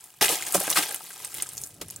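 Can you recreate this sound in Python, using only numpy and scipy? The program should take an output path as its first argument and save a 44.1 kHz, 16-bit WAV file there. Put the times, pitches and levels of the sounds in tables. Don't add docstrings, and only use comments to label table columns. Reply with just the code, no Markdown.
import sys
import numpy as np
from scipy import signal
from scipy.fft import rfft, irfft
from scipy.io import wavfile
from scipy.ndimage import uniform_filter1d

SR = 44100
rng = np.random.default_rng(int(sys.argv[2]) if len(sys.argv) > 2 else 0)


def waveform_to_disk(signal):
    frames = np.transpose(np.atleast_2d(signal))
    scaled = np.clip(frames, -1, 1) * 32767
    samples = np.round(scaled).astype(np.int16)
    wavfile.write(sys.argv[1], SR, samples)


N = 88200
T = np.arange(N) / SR
SHORT_T = T[:SR // 2]
CLICK = 1. * (SHORT_T == 0)

# pitch_hz [Hz], relative level_db [dB]
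BLADE_MODES = [(312, 14.5), (664, -7), (826, 1.5), (1170, 15), (1245, 6.5), (1535, 9), (1920, 4),
               (2092, 15), (2426, -9), (2703, -15.5), (2975, 5), (3800, -2.5)]
BLADE_T60_S = 0.031
CRUNCH_SPREAD_DB = 2


def amp(db):
    return 10 ** (np.asarray(db) / 20)


def unit(x):
    return x / np.sqrt(np.mean(x ** 2) + 1e-20)


def unit_energy(x):
    return x / np.linalg.norm(x)


def curves(rows):
    s, *columns = np.transpose(rows)
    return [np.interp(T, s, column) for column in columns]


def add(out, s, sound):
    i = max(int(s * SR), 0)
    out[i:i + len(sound)] += sound[:N - i]


def pan(x, db):
    return x * amp([[db / 2], [-db / 2]])


def colour(x, points):
    hz, db = np.transpose(points)
    size = 2 * N
    bins_hz = np.arange(N + 1) * SR / size
    gain = amp(np.interp(np.log(bins_hz + 1), np.log(hz), db))
    cepstrum = irfft(np.log(gain))
    cepstrum[1:N] *= 2
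    cepstrum[N + 1:] = 0
    return irfft(rfft(x, size) * np.exp(rfft(cepstrum)))[:N]


def ring(x, hz, t60):
    r = amp(-60 / (t60 * SR))
    w = 2 * np.pi * min(hz, SR / 2) / SR
    return signal.lfilter([1, 0, -1], [1, -2 * r * np.cos(w), r * r], x + 1e-18)


def resonance(x, hz, width):
    t60 = np.log(1000) / (np.pi * width * hz)
    return ring(ring(x, hz, t60), hz, t60)


def struck(force, modes, pitch):
    focus_db_per_octave = 20
    out = 0
    for hz, db, t60 in modes:
        level_db = db - focus_db_per_octave * abs(np.log2(hz / pitch))
        out = out + amp(level_db) * ring(force, hz, t60)
    return unit_energy(out)


def dying_noise(t60):
    return unit_energy(rng.standard_normal(SR // 2) * amp(-60 * SHORT_T / t60))


def snap(t60, hz, width):
    force = CLICK + dying_noise(t60)
    around_pitch = unit_energy(resonance(force, hz, width))
    return unit_energy(around_pitch + amp(-9) * unit_energy(force))


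def grains(per_s, spread_db):
    even_s = .03
    happens = rng.random(N) < per_s / SR
    strength = amp(spread_db * np.minimum(rng.exponential(1, N), 5))
    clicks = happens * rng.choice([-1, 1], N) * strength
    power = uniform_filter1d(clicks ** 2, max(int(even_s * SR), 2))
    return clicks / np.sqrt(np.abs(power) + 1e-4)


def tinted(force):
    spread_db = 8
    edges_hz = np.r_[150, np.geomspace(500, 17000, 15)]
    out = 0
    for low, high in zip(edges_hz, edges_hz[1:]):
        level_db = spread_db * np.clip(rng.standard_normal(N), -2, 2)
        strength = amp(level_db) * rng.choice([-1, 1], N)
        band = signal.butter(2, [low, high], "band", fs=SR, output="sos")
        out = out + signal.sosfilt(band, force * unit(strength))
    return out


def crackle(force):
    # pitch_hz [Hz], level_db [dB]
    ice_colour = [(300, -1.5), (1500, -7.5), (4000, -8.5), (5500, -4.5), (7500, 3.5), (9800, 4.5),
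                  (12000, 0.5), (15500, -4.5)]
    place = .2 * rng.standard_normal(N)
    mid = colour(tinted(force), ice_colour)
    side = colour(tinted(force * place), ice_colour)
    return (mid + side * [[1], [-1]]) / np.linalg.norm(colour(1. * (T == 0), ice_colour))


def blade_rattle(force):
    # pitch_hz [Hz], level_db [dB]
    blade_colour = [(170, -37), (400, 0), (800, 0.5), (1300, -4.5), (2200, 0), (3500, 0.5), (5500, -1),
                    (9000, -17)]
    modes = 0
    for k, (hz, db) in enumerate(BLADE_MODES):
        modes = modes + (-1) ** k * amp(db) * ring(force, hz, BLADE_T60_S)
    rattle = unit(colour(force, blade_colour)) + amp(-13.5) * unit(modes)
    return unit(rattle) * np.std(force)


def wind():
    # time_s [s], level_db [dB]
    gust_rows = [(0, -70), (1.0, -69.5), (1.47, -58), (1.56, -53), (1.72, -55), (1.81, -45), (1.9, -54),
                 (2, -51.5)]
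    # pitch_hz [Hz], level_db [dB]
    wind_colour = [(20, -32), (52, -9), (88, 1), (130, 2), (200, -7), (320, -10), (700, -16.5), (3000, -66)]
    flutter_db, flutter_hz, hiss_db = 2.5, 22, -64
    gust_db, = curves(gust_rows)
    flutter = np.interp(T * flutter_hz, np.arange(SR), rng.standard_normal(SR))
    rumble = unit(colour(rng.standard_normal(N), wind_colour))
    hiss = amp(hiss_db) * rng.standard_normal(N)
    return amp(gust_db + flutter_db * flutter) * rumble + hiss


def loose_crumbs(count=24):
    crumbs_per_s, cycles_to_die = 260, 20
    clicks = grains(crumbs_per_s, CRUNCH_SPREAD_DB)
    dealt = rng.integers(0, count, N)
    out = 0
    for k, hz in enumerate(np.geomspace(748, 6500, count)):
        out = out + np.sqrt(hz) * ring(clicks * (dealt == k), hz, cycles_to_die / hz)
    return unit(out)


def sliding_crumbs():
    # time_s [s], crackle_db [dB], scrape_db [dB]
    slide_rows = [(0, -55, -58.5), (.05, -49.5, -58.5), (.12, -54.5, -61), (.205, -57.5, -60),
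                  (.25, -28.5, -38.5), (.37, -35.5, -35.5), (.45, -38, -42), (.55, -33.5, -40.5),
                  (.65, -35.5, -34), (.75, -35, -36), (.93, -38, -39.5), (.985, -42.5, -51),
                  (1.18, -43.5, -49), (1.25, -40, -44), (1.30, -46.5, -52), (1.36, -36, -45),
                  (1.47, -45, -49), (1.64, -42.5, -58.5), (1.80, -60, -62), (1.92, -49, -51.5),
                  (2, -55.5, -59.5)]
    grains_per_s, spread_db = 3200, 4.0
    scrape_trim_db, crumb_trim_db = -2, -4
    ice_db, blade_db = curves(slide_rows)
    force = grains(grains_per_s, spread_db)
    ice = crackle(force * amp(ice_db))
    scrape = amp(scrape_trim_db) * blade_rattle(tinted(force * amp(blade_db)))
    return ice + scrape + amp(blade_db + crumb_trim_db) * loose_crumbs()


def shards():
    # start_s [s], level_db [dB], pitch_hz [Hz]
    shard_rows = [(.008, -44.5, 7940), (0.041, -38, 9400), (0.292, -21, 7900), (.317, -25, 9300),
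                  (0.356, -27, 6550), (0.424, -28.5, 6940), (0.4661, -29.5, 6660), (0.484, -29, 9100),
                  (.509, -33, 6700), (0.5237, -22.5, 10740), (0.602, -20.5, 10600), (0.636, -28, 11600),
                  (.670, -28.5, 8060), (0.7031, -19.5, 5930), (0.701, -18.5, 10940), (0.7139, -21, 11200),
                  (0.7285, -23.5, 3900), (0.747, -30, 9500), (0.875, -37, 8600), (0.893, -29.5, 9050),
                  (0.91, -30.5, 8770), (.924, -30.5, 11800), (0.945, -23, 11130), (0.961, -29.5, 8100),
                  (1.248, -26.5, 8220), (1.275, -39, 9600), (1.343, -28.5, 10570), (1.363, -40, 9300),
                  (1.384, -36, 8150), (1.4225, -24, 8200), (1.424, -20.5, 8870), (1.469, -37.5, 7340),
                  (1.49, -31, 8330), (1.534, -36, 10630), (1.57, -37, 6500), (1.579, -28, 6720),
                  (1.616, -31.5, 10000), (1.637, -27.5, 6760), (1.672, -37, 9500), (1.743, -46, 9700),
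                  (1.884, -38, 9400), (1.902, -34.5, 6770), (1.908, -32, 10900), (1.962, -32, 7850)]
    level_s = 0.004
    splinter_t60_s, width, clink_db, clink_t60_s = 0.015, 0.9, -3.5, 0.034
    out = np.zeros(N)
    for s, db, hz in shard_rows:
        upper = ring(CLICK, 2 * hz, clink_t60_s)
        clink = unit_energy(ring(CLICK, hz, clink_t60_s) + .5 * upper)
        shard = unit_energy(snap(splinter_t60_s, hz, width) + amp(clink_db) * clink)
        add(out, s, amp(db) * np.sqrt(level_s * SR) * shard)
    return out


def deck():
    # start_s [s], level_db [dB], contact_s [s], strongest pitch_hz [Hz]
    knock_rows = [(.214, -26, 0.011, 335), (0.298, -29.5, 0.0066, 470), (0.325, -35.5, 0.0071, 306),
                  (0.478, -53, 0.0058, 340), (0.5482, -26, 0.00067, 430), (0.5538, -21, 0.0048, 580),
                  (0.557, -32, 0.0036, 190), (.579, -31.5, 0.0044, 258), (0.608, -32.5, 0.0067, 665),
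                  (0.613, -38, .003, 300), (0.679, -31, 0.0025, 430), (0.709, -38, 0.016, 590),
                  (.779, -33, 0.019, 298), (0.897, -40, 0.026, 880), (1.814, -39.5, 0.016, 360)]
    # pitch_hz [Hz], relative level_db [dB], time to fall by 60 dB t60_s [s]
    deck_modes = [(195, 3.5, 0.1), (283, -9, 0.18), (310, 6.5, 0.095), (396, 2.5, 0.05), (475, 9, 0.039),
                  (561, 8.5, 0.051), (631, 2, 0.061), (790, -2.5, 0.17), (1080, -8, 0.033)]
    # start_s [s], level_db [dB]
    thump_rows = [(0.215, -37), (.25, -39), (0.294, -51), (.548, -57), (0.776, -71), (1.814, -44)]
    even_contact_s = 0.0057
    level_s = 0.014
    thump_hz, thump_t60_s = 66.3, 0.066
    out = np.zeros(N)
    for s, db, length, pitch in knock_rows:
        rattle = unit_energy(rng.standard_normal(len(SHORT_T)) * np.exp(-(SHORT_T / length) ** 2))
        force = length / even_contact_s * rattle + CLICK
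        add(out, s, amp(db) * np.sqrt(level_s * SR) * struck(force, deck_modes, pitch))
    for s, db in thump_rows:
        thump = np.sin(2 * np.pi * thump_hz * SHORT_T) * amp(-60 * SHORT_T / thump_t60_s)
        add(out, s, amp(db) * thump)
    return out


def clacks():
    # start_s [s], level_db [dB], pitch_hz [Hz]
    clack_rows = [(.211, -24.5, 1990), (0.215, -27, 1200), (.2245, -24, 650), (.256, -26.5, 1570),
                  (0.282, -21, 3000), (0.2919, -25.5, 3180), (0.4244, -28.5, 1960), (.679, -29.5, 1500),
                  (0.7143, -31.5, 1130), (0.727, -30, 2500), (.759, -23.5, 1280), (0.7717, -17.5, 1250),
                  (.786, -22, 2160), (.945, -34.5, 3060), (1.007, -40, 810), (1.065, -41.5, 3620),
                  (1.106, -42.5, 1480), (1.247, -43, 1950), (1.343, -43, 2120), (1.384, -36.5, 3100),
                  (1.401, -32, 2780), (1.812, -46.5, 2500), (1.816, -45.5, 553)]
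    level_s = 0.0034
    splinter_t60_s, width, ring_db = 0.039, .8, -2.5
    modes = [(hz, db, BLADE_T60_S) for hz, db in BLADE_MODES]
    out = np.zeros(N)
    for s, db, hz in clack_rows:
        crack = snap(splinter_t60_s, hz, width)
        clack = unit_energy(crack + amp(ring_db) * struck(CLICK, modes, hz))
        add(out, s, amp(db) * np.sqrt(level_s * SR) * clack)
    return out


def crunches():
    # start_s [s], rise_s [s], hold_s [s], fall by 60 dB t60_s [s],
    # crackle_db [dB], rattle_db [dB], hollow centre pitch_hz [Hz]
    crunch_rows = [(0.209, 0.0057, 0.013, 0.16, -18.5, -20, 1740),
                   (0.239, 0.0025, 0.0033, 0.019, -20, -22, 1370),
                   (0.254, 0.0021, 0.0048, 0.038, -24, -28, 1640),
                   (0.286, 0.0033, 0.038, 0.21, -26.5, -29.5, 623),
                   (0.462, 0.00091, 0.016, 0.062, -36.5, -37.5, 1640),
                   (0.535, 0.011, 0.0043, 0.11, -17.5, -27, 890),
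                   (0.592, 0.0037, 0.014, 0.54, -32, -61, 690),
                   (0.703, 0.0018, 0.0076, 0.2, -28, -37, 1150),
                   (0.757, 0.0018, 0.0067, 0.27, -23.5, -25, 1320),
                   (0.765, 0.0039, 0.02, 0.087, -23, -24.5, 2010),
                   (0.821, 0.0054, 0.0066, 0.068, -27.5, -29, 2020),
                   (1.42, 0.0026, 0.013, 0.023, -37.5, -42.5, 820),
                   (1.812, 0.00092, 0.0022, 0.071, -32, -36, 2730)]
    grains_per_s, hollow_db, hollow_width = 5000, -6, 1
    force = grains(grains_per_s, CRUNCH_SPREAD_DB)
    ice_power, blade_power, hollow = np.zeros((3, N))
    for s, rise, hold, t60, ice_db, blade_db, hz in crunch_rows:
        fall = amp(-60 * np.maximum(T - s - rise - hold, 0) / t60)
        shape = np.clip((T - s) / rise, 0, 1) * fall
        ice_power += (shape * amp(ice_db)) ** 2
        blade_power += (shape * amp(blade_db)) ** 2
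        push = force * shape * amp(blade_db)
        hollow += unit(resonance(push, hz, hollow_width)) * np.std(push)
    ice = crackle(force * np.sqrt(ice_power))
    blade = blade_rattle(tinted(force * np.sqrt(blade_power)))
    return ice + blade + amp(hollow_db) * hollow


def outdoors(x):
    # pitch_hz [Hz], level_db [dB]
    width_colour = [(300, -11.5), (700, -8.5), (2500, -12.5), (5000, -7), (8000, -9.5), (12000, -25)]
    tail_db, tail_t60_s, delay_s, side_t60_s = -10, 0.024, 0.0022, 0.062
    tail = np.zeros(N)
    add(tail, delay_s, signal.fftconvolve(x, amp(tail_db) * dying_noise(tail_t60_s)))
    side = colour(signal.fftconvolve(x, dying_noise(side_t60_s))[:N], width_colour)
    return tail + side * [[1], [-1]]


def scene():
    ice_pan_db, deck_pan_db = .4, -3
    deck_scatter = 0.46
    boards = deck()
    ice = crunches() + clacks() + sliding_crumbs() + shards()
    direct = pan(ice, ice_pan_db) + pan(boards, deck_pan_db) + wind()
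    scattered = outdoors(ice.mean(axis=0) + deck_scatter * boards)
    return amp(-1.0) * (direct + scattered)


def record(dry):
    cutoff_hz, ceiling = 15900, .6
    top_cut = signal.ellip(10, .1, 70, cutoff_hz, fs=SR, output="sos")
    x = signal.sosfilt(top_cut, dry)
    rounded = x / (1 + (x / ceiling) ** 4) ** (1 / 4)
    return signal.sosfilt(top_cut, rounded)


dry = scene()
out = record(dry)
waveform_to_disk(out)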